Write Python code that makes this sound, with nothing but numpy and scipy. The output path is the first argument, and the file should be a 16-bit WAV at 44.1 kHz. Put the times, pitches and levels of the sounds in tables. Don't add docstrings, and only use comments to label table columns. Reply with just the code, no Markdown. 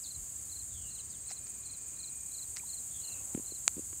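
import sys
import numpy as np
from scipy import signal
from scipy.fft import rfft, irfft, next_fast_len
from scipy.io import wavfile
from scipy.ndimage import map_coordinates

SR = 44100
rng = np.random.default_rng(int(sys.argv[2]) if len(sys.argv) > 2 else 0)


def pcm_store(signal):
    levels = np.round(np.clip(np.atleast_2d(signal), -1, 1) * 32767)
    wavfile.write(sys.argv[1], SR, levels.astype(np.int16).T)


N = 176400

# t/s, level/dB
CHORUS_LEVEL = [(0, -47.5), (.85, -47.5), (1.1, -48.5), (1.7, -48.5), (3.03, -46.5), (3.13, -45),
                (3.3, -46.5), (4, -47)]
# f/Hz, gain/dB
CHORUS_SPECTRUM = [(4000, -51), (5750, -22), (6200, -10), (6550, -1.5), (7000, 2.5), (7800, 2), (8400, -5),
                   (9300, -8.5), (10000, -16), (11000, -28), (14200, -16.5), (16000, -26)]
CHORUS_GAIN_DB, CHORUS_FLUTTER_DB = 2.5, 1.05

# f/Hz, pulse rate/Hz, t of one pulse/s, pulse width/cycles, level/dB
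NEAR_CRICKETS = [(8530, 18.22, 1.5, 0.11, -47), (8200, 17.65, 1.328, 0.2, -47.5)]
# t/s, gain/dB
CRICKET_GAIN = [(.5, -5), (.95, 1), (2.6, 1), (3.3, -2)]
CRICKET_ARCH_HZ, CRICKET_HURRY = 400.7, 0.00262
# t/s, level/dB
TRILL_LEVEL = [(0, -47), (.7, -48), (1.1, -62), (1.7, -66), (2.1, -48)]
TRILL_HZ, TRILL_PULSE_HZ, TRILL_HURRY_HZ_PER_S = 7660, 30.37, .2

# t/s, narrow buzz level/dB, wide sizzle level/dB
KATYDID_LEVELS = [(.68, -66, -53.5), (.71, -85, -73), (1.9, -77, -66.5), (2.3, -63.5, -55),
                  (3.2, -63.5, -52.5), (3.6, -64, -53.5)]
# f/Hz, gain/dB
SIZZLE_SPECTRUM = [(7000, -15.5), (8100, 12), (8800, 10), (9900, 3), (10700, -2), (12600, -0.5),
                   (13300, -16), (15800, -10)]
BUZZ_HZ, BUZZ_PULSE_HZ = 12200, 100
TICK_START_S, TICK_GAP_S, TICK_WIDTH_S, TICK_DB = 0.69, 0.09, 0.0064, -64

# f/Hz, gain/dB
AIR_SPECTRUM = [(25, -25), (60, 1.5), (130, 4), (250, -1), (500, -8), (1000, -10.5), (2000, -12.5),
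                (3700, -15), (4700, -8.5), (5200, -15.5), (16000, -22)]
# t/s, level/dB
WIND_LEVEL = [(.12, -63.5), (.19, -48), (.28, -61), (.7, -58.5), (.79, -53), (.88, -60), (1.7, -65),
              (4, -60.5)]
# f/Hz, gain/dB
WIND_SPECTRUM = [(22, -34), (35, -8), (50, -2.5), (75, 2), (110, -2.5), (200, -21), (1000, -83)]
AIR_DB, WIND_GAIN_DB = -61, 1

# t/s, length/s, start f/Hz, end f/Hz, level/dB, roughness (1 or more is all noise)
FAR_WHISTLES = [(0.027, 0.044, 5680, 3500, -49.5, 0.66), (0.685, .18, 4010, 2950, -64, 1),
                (.82, .12, 2944, 2780, -62, .35), (0.968, .04, 4170, 2570, -59, .4),
                (1.083, 0.095, 5920, 2920, -62, 0.7), (1.102, 1.4, 2483, 2429, -70, .6),
                (2.901, 0.13, 3660, 3300, -62.5, 1.1), (3.003, 0.23, 3010, 2590, -60.5, .5)]
YARD_T60_S, YARD_ECHO_DB = 0.42, -9.5

# t of first note/s, level/dB
BIRD_CHIRPS = [(0.073, -46), (0.527, -48), (0.92, -48.5), (1.291, -49.5), (1.665, -48), (2.002, -46),
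               (2.349, -46), (2.699, -46), (3.047, -45), (3.48, -49.5)]
# t from first note/s, gain/dB, length/s, f/Hz
CHIRP_NOTES = [(-.028, -11.5, .012, 4000), (0, -6, 0.034, 4190), (0.0385, -4, 0.029, 4160),
               (.08, -5.5, .029, 4120)]
NOTE_FALL_HZ_PER_S = 18000

# t/s, level/dB, width/s
BOOT_CRUNCHES = [(1.31, -50, 0.01), (1.469, -59, 0.0066), (2.578, -50, 0.01)]
# t/s, level before filtering/dB
PEBBLE_SNAPS = [(1.3045, -31), (1.3176, -24.5), (2.565, -24), (2.5699, -17)]
# f/Hz, gain/dB
GRIT_SPECTRUM = [(300, -16), (800, -7.5), (2400, 5), (3300, -5.5), (4500, 6), (7000, 5), (14000, -27)]
# t/s, start f/Hz, level/dB
MUD_BUBBLES = [(1.311, 740, -41), (2.569, 2040, -39), (2.597, 2330, -41.5), (2.635, 916, -44.5)]

RUSTLE_S, RUSTLE_WIDTH_S, RUSTLE_DB = 3.25, 0.16, -62.5
# f/Hz, gain/dB
SCUFF_SPECTRUM = [(120, 0), (800, 0.5), (1800, -10), (2800, -9), (4500, -25), (10000, -57)]
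# t/s, level/dB, f/Hz, scuff relative to bump/dB
CASE_BUMPS = [(3.3481, -17.5, 223, -14), (3.3753, -23.5, 298, -22), (3.3955, -31, 263, -19),
              (3.5207, -36, 355, -20), (3.7676, -28.5, 220, -15), (3.7796, -29, 320, -22),
              (3.7927, -28, 302, -22), (3.93, -41, 332, -3.5)]
BUMP_T60_S, BUMP_ATTACK_S, BUMP_OVERTONE_RATIO, BUMP_OVERTONE_DB = 0.017, 0.00076, 1.77, -15.5
# f/Hz, gain/dB, t60/s
CASE_MODES = [(835, -35, 0.013), (1550, -12, 0.0029), (2360, -9, 0.0033), (4600, -6.5, 0.0024),
              (6590, 2, 0.0014), (7430, 3, 0.0022)]
CLICK_S, CLICK_DB = 3.6788, 0.5
RUMBLE_CUT_HZ, BAND_LIMIT_HZ = 38, 15750


def amp(db):
    return 10 ** (np.asarray(db) / 20)


def unit_rms(x):
    return x / np.sqrt(np.mean(np.abs(x) ** 2) + 1e-20)


def clock():
    return np.arange(N) / SR


def curves(rows):
    times, *columns = np.transpose(rows)
    return [np.interp(clock(), times, column) for column in columns]


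def wobble(rate):
    knots = rng.standard_normal(int(N * rate / SR) + 4)
    return map_coordinates(knots, [np.arange(N) * rate / SR])


def coloured(x, spectrum):
    hz, db = np.transpose(spectrum)
    size = next_fast_len(N + 8192)
    gain = amp(np.interp(np.log(np.fft.rfftfreq(size, 1 / SR) + 1), np.log(hz), db))
    return irfft(rfft(x, size) * unit_rms(gain), size)[:N]


def noise(spectrum):
    return unit_rms(coloured(rng.standard_normal(N), spectrum))


def tone(hz, rough, scatter_hz):
    rough = np.clip(rough, 0, 1)
    phase = 2 * np.pi * np.cumsum(hz * np.ones(N)) / SR
    blur = unit_rms(wobble(scatter_hz) + 1j * wobble(scatter_hz))
    return np.sqrt(2) * np.real((np.sqrt(1 - rough ** 2) + rough * blur) * np.exp(1j * phase))


def bell(t, width):
    return np.exp(-.5 * np.minimum((t / width) ** 2, 100))


def ring(t, hz, t60, attack):
    return np.sin(2 * np.pi * hz * t) * np.exp(-np.log(1000) * t / t60) * (1 - np.exp(-t / attack))


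def add(track, s, sound):
    part = track[max(round(s * SR), 0):][:len(sound)]
    part += sound[:len(part)]


def cut(x, hz, kind, order):
    return signal.sosfilt(signal.butter(order, hz, kind, fs=SR, output="sos"), x)


def insect_chorus():
    db, = curves(CHORUS_LEVEL)
    return amp(db + CHORUS_GAIN_DB + CHORUS_FLUTTER_DB * wobble(90)) * noise(CHORUS_SPECTRUM)


def crickets():
    t, out = clock(), np.zeros(N)
    swell_db, = curves(CRICKET_GAIN)
    for hz, rate, pulse_s, width, db in NEAR_CRICKETS:
        strokes = rate * (t - pulse_s) * (1 + CRICKET_HURRY * (t - pulse_s))
        offset = (strokes + .5) % 1 - .5
        pitch = hz - CRICKET_ARCH_HZ * (2 * offset) ** 2 + 25 * wobble(70)
        level = amp(db + swell_db + 0.42 * wobble(20))
        out += level * bell(offset, width) * tone(pitch, rough=0.61, scatter_hz=328.4)
    return out


def cricket_trill():
    t = clock()
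    db, = curves(TRILL_LEVEL)
    strokes = (TRILL_PULSE_HZ + TRILL_HURRY_HZ_PER_S * t / 2) * t + 0.073 * wobble(3.1)
    pulses = bell((strokes + .5) % 1 - .5, width=0.16)
    return amp(db) * pulses * tone(TRILL_HZ + 25 * wobble(40), rough=0.89, scatter_hz=129.0)


def katydids():
    t = clock()
    buzz_db, sizzle_db = curves(KATYDID_LEVELS)
    strokes = BUZZ_PULSE_HZ * t + 0.12 * wobble(3)
    pulses = unit_rms(bell(strokes % 1 - .5, width=0.25))
    buzz = amp(buzz_db) * tone(BUZZ_HZ, rough=1, scatter_hz=745)
    sizzle = amp(sizzle_db + 1.3 * wobble(120)) * noise(SIZZLE_SPECTRUM)
    tick_train = sum(bell(t - TICK_START_S - k * TICK_GAP_S, TICK_WIDTH_S) for k in range(14))
    ticks = amp(TICK_DB + 3.0 * wobble(18.3)) * tick_train * tone(11350, rough=1, scatter_hz=2730)
    return pulses * (buzz + sizzle) + ticks


def air_and_wind():
    wind_db, = curves(WIND_LEVEL)
    air = amp(AIR_DB + 0.81 * wobble(4.06)) * noise(AIR_SPECTRUM)
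    return air + amp(wind_db + WIND_GAIN_DB) * noise(WIND_SPECTRUM)


def far_whistles():
    out = np.zeros(N)
    for s, length, start_hz, end_hz, db, rough in FAR_WHISTLES:
        progress = np.clip((clock() - s) / length, 0, 1)
        pitch = end_hz + (start_hz - end_hz) * (1 - progress) ** 1.5
        out += amp(db) * np.sin(np.pi * progress) * tone(pitch, rough, scatter_hz=517)
    return out


def yard_echo(calls):
    t = np.arange(SR // 2) / SR
    tail = rng.standard_normal(len(t)) * np.exp(-np.log(1000) * t / YARD_T60_S)
    return calls + amp(YARD_ECHO_DB) * signal.fftconvolve(calls, tail / np.linalg.norm(tail))[:N]


def bird_chirps():
    out = np.zeros(N)
    for s, db in BIRD_CHIRPS:
        for after, note_db, length, hz in CHIRP_NOTES:
            t = np.arange(-length / 2, length / 2, 1 / SR)
            centre_hz = hz + 25 * rng.standard_normal()
            fall = NOTE_FALL_HZ_PER_S * (1 + rng.standard_normal() / 10)
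            phase = 2 * np.pi * np.cumsum(centre_hz - fall * t) / SR
            peak = amp(db + note_db + 0.88 * rng.standard_normal()) * np.sqrt(2)
            add(out, s + after - length / 2, peak * np.cos(np.pi * t / length) * np.sin(phase))
    return out * amp(2 * wobble(260))


def boots():
    t, grit, pops = np.arange(SR // 10) / SR, np.zeros(N), np.zeros(N)
    for s, db, width in BOOT_CRUNCHES:
        grains = unit_rms(rng.standard_normal(N) * amp(3.5 * wobble(700)))
        grit += amp(db) * bell(clock() - s, width) * grains
    for s, db in PEBBLE_SNAPS:
        add(grit, s, amp([db]))
    for s, hz, db in MUD_BUBBLES:
        add(pops, s, amp(db) * ring(t, hz * (1 + 3 * t), t60=0.027, attack=0.00081))
    return coloured(grit, GRIT_SPECTRUM) + pops


def handling():
    t, thuds = np.arange(SR // 10) / SR, np.zeros(N)
    friction = amp(RUSTLE_DB + 2.2 * wobble(65)) * bell(clock() - RUSTLE_S, RUSTLE_WIDTH_S)
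    for s, db, hz, scuff_db in CASE_BUMPS:
        fundamental = ring(t, hz, BUMP_T60_S, BUMP_ATTACK_S)
        overtone = amp(BUMP_OVERTONE_DB) * ring(t, hz * BUMP_OVERTONE_RATIO, BUMP_T60_S, BUMP_ATTACK_S)
        add(thuds, s, amp(db) * (fundamental - overtone))
        add(friction, s, amp(db + scuff_db) * np.exp(-t / 0.0011))
    scuffs = coloured(friction * rng.standard_normal(N), SCUFF_SPECTRUM)
    return cut(thuds, 82, "high", order=2) + scuffs


def case_click():
    t, click = np.arange(SR // 10) / SR, np.zeros(N)
    for hz, db, t60 in CASE_MODES:
        add(click, CLICK_S, amp(CLICK_DB + db) * ring(t, hz, t60, attack=0.00024))
    return cut(cut(click, 510, "high", order=2), 9000, "low", order=5)


def scene():
    insects = insect_chorus() + crickets() + cricket_trill() + katydids()
    birds = bird_chirps() + yard_echo(far_whistles())
    return (insects + birds + boots() + handling() + case_click() + air_and_wind())[None]


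def record(dry):
    dry = cut(dry, RUMBLE_CUT_HZ, "high", order=5)
    size = next_fast_len(N + 8192)
    in_band = np.fft.rfftfreq(size, 1 / SR) < BAND_LIMIT_HZ
    return irfft(rfft(dry, size) * in_band, size)[..., :N]


dry = scene()
out = record(dry)
pcm_store(out)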